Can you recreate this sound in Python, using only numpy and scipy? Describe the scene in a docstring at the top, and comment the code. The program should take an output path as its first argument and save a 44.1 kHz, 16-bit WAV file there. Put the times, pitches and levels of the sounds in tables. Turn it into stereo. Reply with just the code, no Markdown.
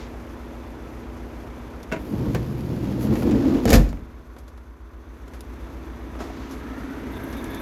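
"""A four-cylinder diesel van idles in a yard: looped and fresh noise, pulsed at each firing, under steady cycle tones.
The sliding door leaves its catch (knocks, modes), rumbles along its track (noise and whirr led by door speed),
rattles into the latch and slams, booming shell and cabin (noise bursts, damped modes).
The phone swings round; the shut door screens the engine, among handling ticks, until the phone comes out by the
front door, where bands of engine noise climb, a fine hiss sets in and a bright band chirps."""
import sys
import numpy as np
from scipy import signal
from scipy.fft import rfft, irfft, next_fast_len
from scipy.io import wavfile
from scipy.ndimage import uniform_filter1d

SR = 44100
rng = np.random.default_rng(int(sys.argv[2]) if len(sys.argv) > 2 else 0)


def pcm_store(signal):
    """Save signal as 16-bit PCM."""
    levels = np.round(np.clip(np.atleast_2d(signal), -1, 1) * 32767)
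    wavfile.write(sys.argv[1], SR, levels.astype(np.int16).T)


N = 335601
T = np.arange(N) / SR  # s
CENTRE = np.array([[1], [0]])  # (mid, side) of a centred sound

FIRING_HZ = 30.0
# exhaust tones, then block tones: multiple_of_four_firing_cycle, level_db
EXHAUST_ORDERS = [(7, -3.5), (8, 0), (10, -12), (16, -18)]
BLOCK_ORDERS = [(32, -4.5), (36, -8), (44, -3), (56, -12)]
# outlines of exhaust puffs, block drone, diesel clatter, engine hiss: freq_hz, density_db_per_hz
PUFF = [(52, 10), (100, -2), (180, -22)]
DRONE = [(30, -7), (50, 0), (110, -3), (185, -9), (320, -3.5), (600, -10.5), (1000, -21), (2500, -73)]
CLATTER = [(300, -24), (600, 3), (1000, 4.5), (2300, -6.5), (3000, -12.5), (8000, -33.5)]
HISS = [(2000, -29), (4000, -1.5), (6300, 0), (7400, -5), (8300, -10.5), (10000, -6), (12200, -3.5),
        (15500, -44)]
# engine bay heard from outside the cabin, then cabin resonances and metallic engine ring: freq_hz, width_hz,
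# level_db
BAY = [(255, 61, 6), (1600, 1100, -22)]
ZING = [(970, 99, 19.5), (1303, 20, 20.5), (3470, 320, 2), (6100, 250, -4)]
# openness of the engine's path past the van body: time_s, exposure_db
EXPOSURE = [(0, 0), (1.7, 0), (4.15, -7.5), (4.8, -11), (5.6, -1.5), (6.1, -.5), (7.6, 5.5)]
# exhaust boom, which bends round the body: time_s, level_db
BOOM = [(1.0, -41.5), (4.8, -43.5), (5.6, -37.5), (7.6, -45)]
# engine layers: level_db at exposure 0, slope_db_per_db
BLOCK_LAW = (-42.5, 1.01)
CLATTER_LAW = (-46, 1)
HISS_LAW = (-62.5, 0.92)
ZING_LAW = (-54, 1)
# the bay comes into the open as the phone nears the front door
BAY_OPEN_S, BAY_DB, BAY_APPROACH_DB_PER_S, BAY_OPEN_DB_PER_S = 6.42, -38.5, 18, 2.5
CLEAR_S, CLEAR_HISS_DB = 7.08, -58.5  # phone clear of the front door
TURN_S = 3.9  # phone swings round to face the cab

# climbing band of clatter: time_s, centre_hz, level_db
CLIMB = [(6.299, 1097, -59), (6.75, 1328, -48), (7.05, 1512, -52.5), (7.599, 1717, -47)]
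CLIMB_HALF_WIDTH_HZ = 95
UPPER_RATIO, UPPER_DB = 1.33, -5.5  # second band above the climbing one
# bright chirps: peak_s, level_db, half_length_s
CHIRPS = [(7.16, -50, 0.025), (7.38, -50, 0.035), (7.56, -49, 0.075)]
CHIRP_HZ, CHIRP_WANDER_HZ, CHIRP_HALF_WIDTH_HZ = 3520, 80, 110

# short noise swells, one as the sound begins, one as the phone moves: peak_s, level_db, half_length_s
NOISE_SWELLS = [(.02, -45, 0.052), (6.42, -48.5, 0.16)]
# handling ticks and scuffs: start_s, dull_db, bright_db, t60_s, left_minus_right_db
TICKS = [(1.83, -56, -41, 0.037, -5), (4.3653, -38, -62, 0.059, 2), (4.385, -47, -52, 0.11, 3),
         (4.4797, -43, -53, 0.092, -4), (4.575, -44.5, -58, 0.096, -3), (5.279, -41, -54, 0.07, -8),
         (5.3352, -39.5, -51, 0.18, -2), (5.407, -43, -41, 0.033, 6), (6.153, -32.5, -66, 0.033, 1),
         (6.1907, -40, -59, 0.16, -21), (6.202, -36.5, -51, 0.44, -17), (6.5104, -41, -46, 0.24, -5),
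         (7.327, -33, -46, 0.097, -6), (7.442, -62, -36, 0.024, -6), (7.546, -54, -37.5, 0.029, 2)]
# hollow handling taps: start_s, pitch_hz, level_db
TAPS = [(6.204, 1290, -35), (6.3005, 720, -29)]
TAP_T60_S = 0.045
# outline of a dull scuff: freq_hz, density_db_per_hz
SCUFF = [(300, 9), (700, 5), (1400, 0), (6000, -23.5)]

# door speed on its track: time_s, share_of_full_speed
SPEED = [(2.09, 0.38), (2.14, 0.57), (2.28, 0.67), (2.55, 0.53), (2.95, 0.71), (3.15, 0.84), (3.43, 1),
         (3.57, 1), (3.65, 0.86)]
FREE_S, SHUT_S, RAMP_S = 1.96, 3.74, 0.045  # door free to roll between the first two
WHIRR_HZ = 277.7  # rollers at full speed, before wander
# rolling layers: level_db at full speed, slope_db_per_doubling of speed
WHIRR_LAW = (-20.5, 18.5)
SKIN_LAW = (-20.5, 11)
TRACK_LAW = (-30, 14.6)
GRIT_LAW = (-44.5, 8.9)
CHATTER_LAW = (-37, 15)
# resonances of hollow side panel, door skin, loose fittings: freq_hz, width_hz, level_db
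RUMBLE = [(82, 37, -15.5), (119.3, 15, 0)]
PANEL = [(65, 72, -6), (212.1, 9.4, 5.5), (265.6, 48, 2), (299.4, 16.6, -1), (347.5, 13.7, 1.5),
         (426, 69, -7)]
FITTINGS = [(505, 84, 7), (910, 91, 0), (1760, 1900, -25.5)]
# outlines of track rumble and grit: freq_hz, density_db_per_hz
TRACK = [(250, 16.5), (500, 6), (1300, -6.5), (4000, -39.5)]
GRIT = [(700, 8.5), (4500, 1), (7000, -4.5), (8300, -19), (11000, -22)]
# side panel sounds once the rollers are on its rail, less as they run forward
RAIL_S, RAIL_DB, RAIL_FADE_DB_PER_S = 2.1, -26.5, -5
# surges over uneven track: middle_s, change_db, half_length_s
SURGES = [(2.141, 4.5, 0.024), (2.177, -3, 0.01), (2.253, 2, 0.042), (2.327, -6, 0.012), (2.449, -4, 0.032),
          (3.132, 3, 0.024), (3.313, 1.5, 0.062), (3.558, 3, 0.0071), (3.635, -4, 0.016)]
# rollers scrape past the phone: peak_s, level_db, half_length_s
SCRAPES = [(3.035, -52, 0.031), (3.2, -53.5, 0.046)]
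SCRAPE_STEEL_DB = 1  # steel noise against sizzle, a little louder
SIZZLE_DB = -63  # fine contact noise while rolling
CHATTER_PER_S = 41  # mean taps of loose fittings

# blows off the catch, then of rollers and latch: start_s, knock_db, ring_db, steel_db, t60_s
CATCH_BLOWS = [(1.9165, -26.5, -33, -54, 0.11), (1.9225, -25, -23, -40, 0.086),
               (1.9325, -26, -28, -57, 0.064), (1.963, -30, -35.5, -55, 0.056)]
LATCH_BLOWS = [(2.3475, -20.5, -28.5, -37.5, 0.068), (3.155, -26, -33, -45.5, 0.074),
               (3.222, -27.5, -44, -54, 0.054), (3.311, -28, -39, -44, 0.08),
               (3.6548, -17.5, -18, -29, 0.024), (3.677, -20.5, -37, -34, 0.16),
               (3.6925, -23, -28, -30, 0.05), (3.703, -20.5, -17, -23.5, 0.065),
               (3.7215, -19, -13.5, -30.5, 0.059), (3.730, -10.5, -24, -21, 0.059),
               (3.738, -13.5, -17, -22.5, 0.11), (3.755, -23, -27, -25, 0.053),
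               (3.769, -27, -25, -45, 0.28), (3.889, -53, -56, -48.5, 0.093),
               (3.9295, -31.5, -43, -66, 0.017), (3.9712, -38.5, -55, -66, 0.035)]
# modes of catch and hollow door, then door frame and latch: pitch_hz, level_db, longest_t60_s
CATCH_MODES = [(193.6, -1, 0.2), (308, 2.5, 0.12), (645, -3.5, 0.3), (956, -6, 0.16), (1483, 2, 0.039),
               (2130, -4, 0.059), (2686, -6.5, 0.04)]
FRAME_MODES = [(233.5, 0.5, 0.2), (458.3, 1.5, 0.11), (508, -6, 0.36), (575, -13, 0.33), (689, -8, 0.29),
               (780, -10, 0.24), (1318, -15.5, 0.097), (1795, -11.5, 0.19), (2266, -24, 0.2)]
# outlines of door knock, steel clash, finest steel contact, cabin echo: freq_hz, density_db_per_hz
KNOCK = [(100, -16), (200, 13.5), (500, 12), (900, 4), (2600, -4), (4200, -22), (8000, -53)]
STEEL = [(1500, -9), (3500, 6), (7000, 5), (8400, -6), (12500, -10.5), (15500, -36)]
SIZZLE = [(9000, -4), (10800, 8.5), (12300, 7.5), (14000, -9), (15500, -15)]
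CABIN = [(55, 9.5), (300, -2), (900, -22.5), (6000, -49)]
MODE_SCATTER = 0.0071  # detuning spread, share of pitch
CRACK_DB, CRACK_T60_S = -10, 0.0084  # first instant of steel contact, against its clash
# thin ring of the latch's steel parts: pitch_hz
LATCH_HZ = [3000, 3671, 4531, 5700, 7440]
LATCH_DB, LATCH_T60_S = -14, 0.15  # against the clash
RING_HOLD = 3  # struck part stays pressed: longest ring, in blow t60s
# pushes on the body shell: middle_s, level_db, contact_s
THUMPS = [(3.6949, -15, 0.0011), (3.7365, -3, 0.0061), (3.7552, -6.5, 0.0043), (3.779, -4.5, 0.0066),
          (3.801, -13.5, 0.0038)]
# body shell and cabin air modes: pitch_hz, level_db, t60_s
SHELL_MODES = [(35.4, -10, 0.82), (47, -2, 0.37), (79.6, -10, 0.43), (140, -4.5, 0.14), (235, -3, 0.45),
               (271, 8.5, 0.35), (291.5, 3, 0.35)]

# microphone pair: freq_hz, side_minus_mid_db
WIDTH = [(50, -2.5), (150, -34), (280, -27), (550, -2.5), (2500, 0.5)]
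# microphone pair: freq_hz, left_minus_right_db at full lean
LEAN = [(50, -2.5), (500, -1.5), (1200, 0), (3000, 3), (7000, -1.5), (10000, -7.5), (13000, 26.5)]
TOP_HZ = 15900


def undb(db):
    """Decibels to gain."""
    return 10 ** (np.asarray(db) / 20)


def unit(x):
    """Scale to rms 1."""
    return x / np.sqrt(np.mean(x ** 2))


def spectrum_axis(size):
    """FFT bin frequencies in Hz, floored at 1."""
    return np.maximum(np.fft.rfftfreq(size, 1 / SR), 1)


def colour(x, points):
    """Filter by a (Hz, dB) outline with 12 dB per octave skirts beyond its ends."""
    hz, db = np.transpose(points)
    size = next_fast_len(x.shape[-1])
    f = spectrum_axis(size)
    skirt = np.minimum(f / hz[0], 1) ** 2 * np.minimum(hz[-1] / f, 1) ** 2
    gain = skirt * undb(np.interp(np.log(f), np.log(hz), db))
    return irfft(rfft(x, size) * gain, size)[..., :x.shape[-1]]


def tilt(x, points, share=1):
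    """Broad gain against frequency, flat beyond the ends."""
    hz, db = np.transpose(points)
    size = next_fast_len(N)
    gain = undb(share * np.interp(np.log(spectrum_axis(size)), np.log(hz), db))
    return irfft(rfft(x, size) * gain, size)[:N]


def resonate(x, modes):
    """Steep resonances (Hz, width Hz, dB) in parallel, summed to rms 1."""
    out = 0
    for hz, width_hz, db in modes:
        b, a = signal.iirpeak(hz, hz / width_hz / 2 ** .5, fs=SR)
        once = signal.lfilter(b, a, x)
        out = out + undb(db) * signal.lfilter(b, a, once)
    return unit(out)


def noise(size=N):
    """Unrelated mid and side noise."""
    return rng.standard_normal((2, size))


def walk(rate_hz):
    """Smooth chance with a spread near 1."""
    k = int(SR / rate_hz)
    steps = np.repeat(rng.standard_normal(N // k + 1), k)[:N]
    return 1.087 * uniform_filter1d(steps, k)


def curve(rows):
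    """Join (s, value) points by straight lines."""
    return np.interp(T, *np.transpose(rows))


def follow(control, law):
    """Gain whose dB level follows a control: law is (dB, dB per unit)."""
    db, slope = law
    return undb(db + slope * control)


def ramp(since_s):
    """Linear rise from 0 to 1 over RAMP_S."""
    return np.clip(since_s / RAMP_S, 0, 1)


def swells(rows):
    """Summed Gaussian swells: (s at the peak, dB, half length s)."""
    return sum(undb(db) * np.exp(-((T - s) / half_s) ** 2) for s, db, half_s in rows)


def fade(t60_s):
    """Half a second of exponential decay."""
    return np.exp(-np.log(1000) * T[:SR // 2] / t60_s)


def burst(points, envelope):
    """Noise under an envelope, coloured afterwards so that a dull burst also starts dull."""
    raw = noise(len(envelope))
    shaped = colour(raw * envelope, points) / np.std(colour(raw, points))
    return shaped * (T[:len(envelope)] < .45)


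def ringing(hz, t60_s):
    """One mode, slightly detuned, which builds up over the contact and dies away."""
    t = T[:SR // 2]
    turns = hz * (1 + MODE_SCATTER * rng.standard_normal()) * t + rng.random((2, 1))
    build_up = 1 - np.exp(-t * hz * 2)
    return np.sin(2 * np.pi * turns) * fade(t60_s) * build_up


def moving_band(hz, half_width_hz):
    """Narrow band of noise whose centre moves: low-passed complex noise, shifted up."""
    lowpass = signal.butter(2, half_width_hz, fs=SR, output="sos")
    band = signal.sosfilt(lowpass, noise() + 1j * noise())
    return unit(np.real(band * np.exp(2j * np.pi * np.cumsum(hz) / SR)))


def add(out, s, sound):
    """Mix a sound in at s seconds."""
    start = int(s * SR)
    out[:, start:start + sound.shape[-1]] += sound[:, :N - start]


def cycling(repeat, count=4):
    """Rattle of which a share (of power) comes back after every count firings."""
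    size = int(round(count * SR / FIRING_HZ))
    share = np.clip(repeat, 0, 1)
    cycle = unit(irfft(np.exp(2j * np.pi * rng.random((2, size // 2 + 1))), size))
    return share ** .5 * cycle[:, np.arange(N) % size] + (1 - share) ** .5 * noise()


def tones(orders, waver_db):
    """Multiples of the four-firing cycle, each wavering a little in level."""
    turn = 2 * np.pi * T * FIRING_HZ / 4
    out = 0
    for k, db in orders:
        gain = undb(db + waver_db * walk(5.4)) * 2 ** .5
        out = out + gain * np.sin(round(k) * turn + 2 * np.pi * rng.random())
    return out


def engine():
    """Exhaust beat and puffs, droning block, and clatter that jumps up at each firing and decays."""
    exposure_db = curve(EXPOSURE)
    firing = unit(1 + 0.61 * np.exp(-(T * FIRING_HZ % 1) / 0.46))

    puffs = undb(-8.5) * unit(colour(cycling(1.0), PUFF))
    exhaust = undb(curve(BOOM)) * (CENTRE * tones(EXHAUST_ORDERS, waver_db=1.0) + puffs)

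    drone = undb(3.0) * unit(colour(cycling(0.44, count=2) * firing, DRONE))
    block = follow(exposure_db, BLOCK_LAW) * (CENTRE * tones(BLOCK_ORDERS, waver_db=1) + drone)

    clatter = follow(exposure_db, CLATTER_LAW) * unit(colour(cycling(0.26) * firing, CLATTER))
    flicker = undb(1.5 * walk(90) + 0.31 * walk(23))
    hiss = follow(exposure_db, HISS_LAW) * unit(colour(noise() * flicker, HISS))
    zing = follow(exposure_db, ZING_LAW) * undb(2.0 * walk(16)) * resonate(noise() * firing, ZING)

    fine = unit(colour(noise() * firing * undb(7.0 * walk(60)), SIZZLE))
    clear_hiss = ramp(T - CLEAR_S) * undb(CLEAR_HISS_DB) * fine

    bay_slope = np.where(T < BAY_OPEN_S, BAY_APPROACH_DB_PER_S, BAY_OPEN_DB_PER_S)
    bay_gain = undb(BAY_DB + (T - BAY_OPEN_S) * bay_slope)
    bay = bay_gain * resonate(cycling(0.36, count=2) * firing, BAY)
    return exhaust + block + clatter + hiss + zing + clear_hiss + bay


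def climbing_band():
    """Outside the van two bands of engine noise waver and rise in pitch together, and a brighter one chirps."""
    s, hz, db = np.transpose(CLIMB)
    centre_hz = np.interp(T, s, hz)
    lower = undb(2 * walk(40)) * moving_band(centre_hz, CLIMB_HALF_WIDTH_HZ)
    upper = undb(2 * walk(40)) * moving_band(centre_hz * UPPER_RATIO, CLIMB_HALF_WIDTH_HZ)
    climb = undb(np.interp(T, s, db)) * (lower + undb(UPPER_DB) * upper)
    chirp_hz = CHIRP_HZ + CHIRP_WANDER_HZ * walk(25)
    return climb + swells(CHIRPS) * moving_band(chirp_hz, CHIRP_HALF_WIDTH_HZ)


def swells_and_handling():
    """Short noise swells; handling ticks, scuffs and hollow taps, mostly closer to one port: (left, right)."""
    out = swells(NOISE_SWELLS) * unit(colour(noise(), GRIT))
    for s, dull_db, bright_db, t60_s, pan_db in TICKS:
        # only the left port is keen in the top octave
        bright = burst(STEEL, fade(t60_s)) + undb([[1], [-18]]) * burst(SIZZLE, fade(t60_s))
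        sound = undb(dull_db) * burst(SCUFF, fade(t60_s)) + undb(bright_db) * bright
        add(out, s, sound * undb([[pan_db / 2], [-pan_db / 2]]))
    for s, hz, db in TAPS:
        hollow = ringing(hz, TAP_T60_S)[:1]
        add(out, s, undb(db) * (hollow + .5 * burst(SCUFF, fade(TAP_T60_S / 2))))
    return out


def rolling():
    """Rollers whirr and bump, shaking panel and door skin; fittings chatter, grit crackles; most grow with speed."""
    speed = np.maximum(curve(SPEED), .01)
    doublings = np.log2(speed)
    moving = ramp(T - FREE_S) * ramp(SHUT_S - T)
    load = undb(sum(db * np.exp(-((T - s) / half_s) ** 2) for s, db, half_s in SURGES))
    bumps = noise() * undb(1.8 * walk(50))
    grains = noise() * undb(2.2 * walk(700) + 1.2 * walk(45))

    turn = 2 * np.pi * np.cumsum(WHIRR_HZ * speed * (1 + 0.0544 * walk(80))) / SR
    whirr = CENTRE * follow(doublings, WHIRR_LAW) * undb(2.0 * walk(45)) * np.sin(turn)
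    rail_gain = ramp(T - RAIL_S) * undb(RAIL_DB + RAIL_FADE_DB_PER_S * (T - RAIL_S))
    rumble = rail_gain * resonate(bumps, RUMBLE)
    skin = follow(doublings, SKIN_LAW) * resonate(bumps, PANEL)
    track = follow(doublings, TRACK_LAW) * unit(colour(grains, TRACK))

    grit = follow(doublings, GRIT_LAW) * unit(colour(grains, GRIT))
    sizzle = unit(colour(grains, SIZZLE))
    steel = undb(SCRAPE_STEEL_DB) * unit(colour(noise(), STEEL))
    scrape = swells(SCRAPES) * (sizzle + steel)
    # chance taps, with mid and side signs drawn apart
    taps = (rng.random(N) < CHATTER_PER_S / SR) * (1 + rng.random(N)) * np.sign(noise())
    chatter = follow(doublings, CHATTER_LAW) * resonate(taps, FITTINGS)

    loaded = load * (whirr + rumble + skin + track)
    return moving * (loaded + chatter + grit + undb(SIZZLE_DB) * sizzle + scrape)


def strikes(blows, modes, knock_scale, cabin_db, cabin_t60_s):
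    """Each blow knocks and cracks steel, rings the struck part and latch, and dies away in the cabin."""
    out = np.zeros((2, N))
    for s, knock_db, ring_db, steel_db, t60_s in blows:
        knock = burst(KNOCK, fade(t60_s * knock_scale))
        cabin = undb(cabin_db) * burst(CABIN, fade(cabin_t60_s))
        clash = fade(t60_s) + undb(CRACK_DB) * fade(CRACK_T60_S) + undb(-19) * fade(0.41)
        # a harder blow makes a shorter contact and reaches higher
        steel = burst(STEEL, clash) + undb(0.54 * steel_db + 3.5) * burst(SIZZLE, clash)
        latch = undb(LATCH_DB) * sum(rng.random() * ringing(hz, LATCH_T60_S) for hz in LATCH_HZ)
        ring = sum(undb(db) * ringing(hz, min(longest_s, RING_HOLD * t60_s)) for hz, db, longest_s in modes)
        body = undb(knock_db) * (knock + cabin) + undb(ring_db) * ring
        add(out, s, body + undb(steel_db) * (steel + latch))
    return out


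def shell():
    """Hard contacts ring the panels; the slow squeeze of the rubber seal pumps the cabin air."""
    push = np.zeros(N)
    for s, db, contact_s in THUMPS:
        pulse = np.exp(-np.pi * (2 * (T - s) / contact_s) ** 2)
        push += undb(db) * pulse / pulse.sum()
    t = T[:SR]
    ring = 0
    for hz, db, t60_s in SHELL_MODES:
        ring = ring + undb(db) * np.sin(2 * np.pi * hz * t) * np.exp(-np.log(1000) * t / t60_s)
    return CENTRE * undb(-6.5) * signal.fftconvolve(push, ring)[:N]


def ports(pair, left_lag_s, diffuse_db, lean=1):
    """(mid, side) to two ports that agree in the bass, differ in the treble; the nearer hears first."""
    mid, side = pair[0], undb(diffuse_db) * tilt(pair[1], WIDTH)
    lag = int(left_lag_s * SR / 2)
    left = tilt(np.roll(mid + side, lag), LEAN, lean / 2)
    right = tilt(np.roll(mid - side, -lag), LEAN, -lean / 2)
    return np.array([left, right])


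def scene():
    """Door to the right of the phone; engine from the right, then from the left once the phone has turned."""
    idle, turned = engine() + climbing_band(), ramp(T - TURN_S)
    catch = strikes(CATCH_BLOWS, CATCH_MODES, knock_scale=1.9, cabin_db=-15, cabin_t60_s=0.95)
    slam = shell() + strikes(LATCH_BLOWS, FRAME_MODES, knock_scale=1.53, cabin_db=-2, cabin_t60_s=0.48)
    after_turn = ports(idle * turned, left_lag_s=-.00052, diffuse_db=-1.5, lean=0.81)
    before_turn = ports(rolling() + idle * (1 - turned), left_lag_s=.00042, diffuse_db=-1.35, lean=0.7)
    blows = ports(catch + slam, left_lag_s=.00042, diffuse_db=-1.5, lean=0.76)
    return after_turn + swells_and_handling() + before_turn + blows


def record(dry):
    """The phone drops the deepest bass, limits peaks hard at full scale and cuts the top."""
    highpass = signal.butter(6, 32, "high", fs=SR, output="sos")
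    lowpass = signal.ellip(8, .2, 70, TOP_HZ, fs=SR, output="sos")
    thin = signal.sosfilt(highpass, dry)
    return signal.sosfilt(lowpass, np.clip(thin, -1, 1))


dry = scene()
out = record(dry)
pcm_store(out)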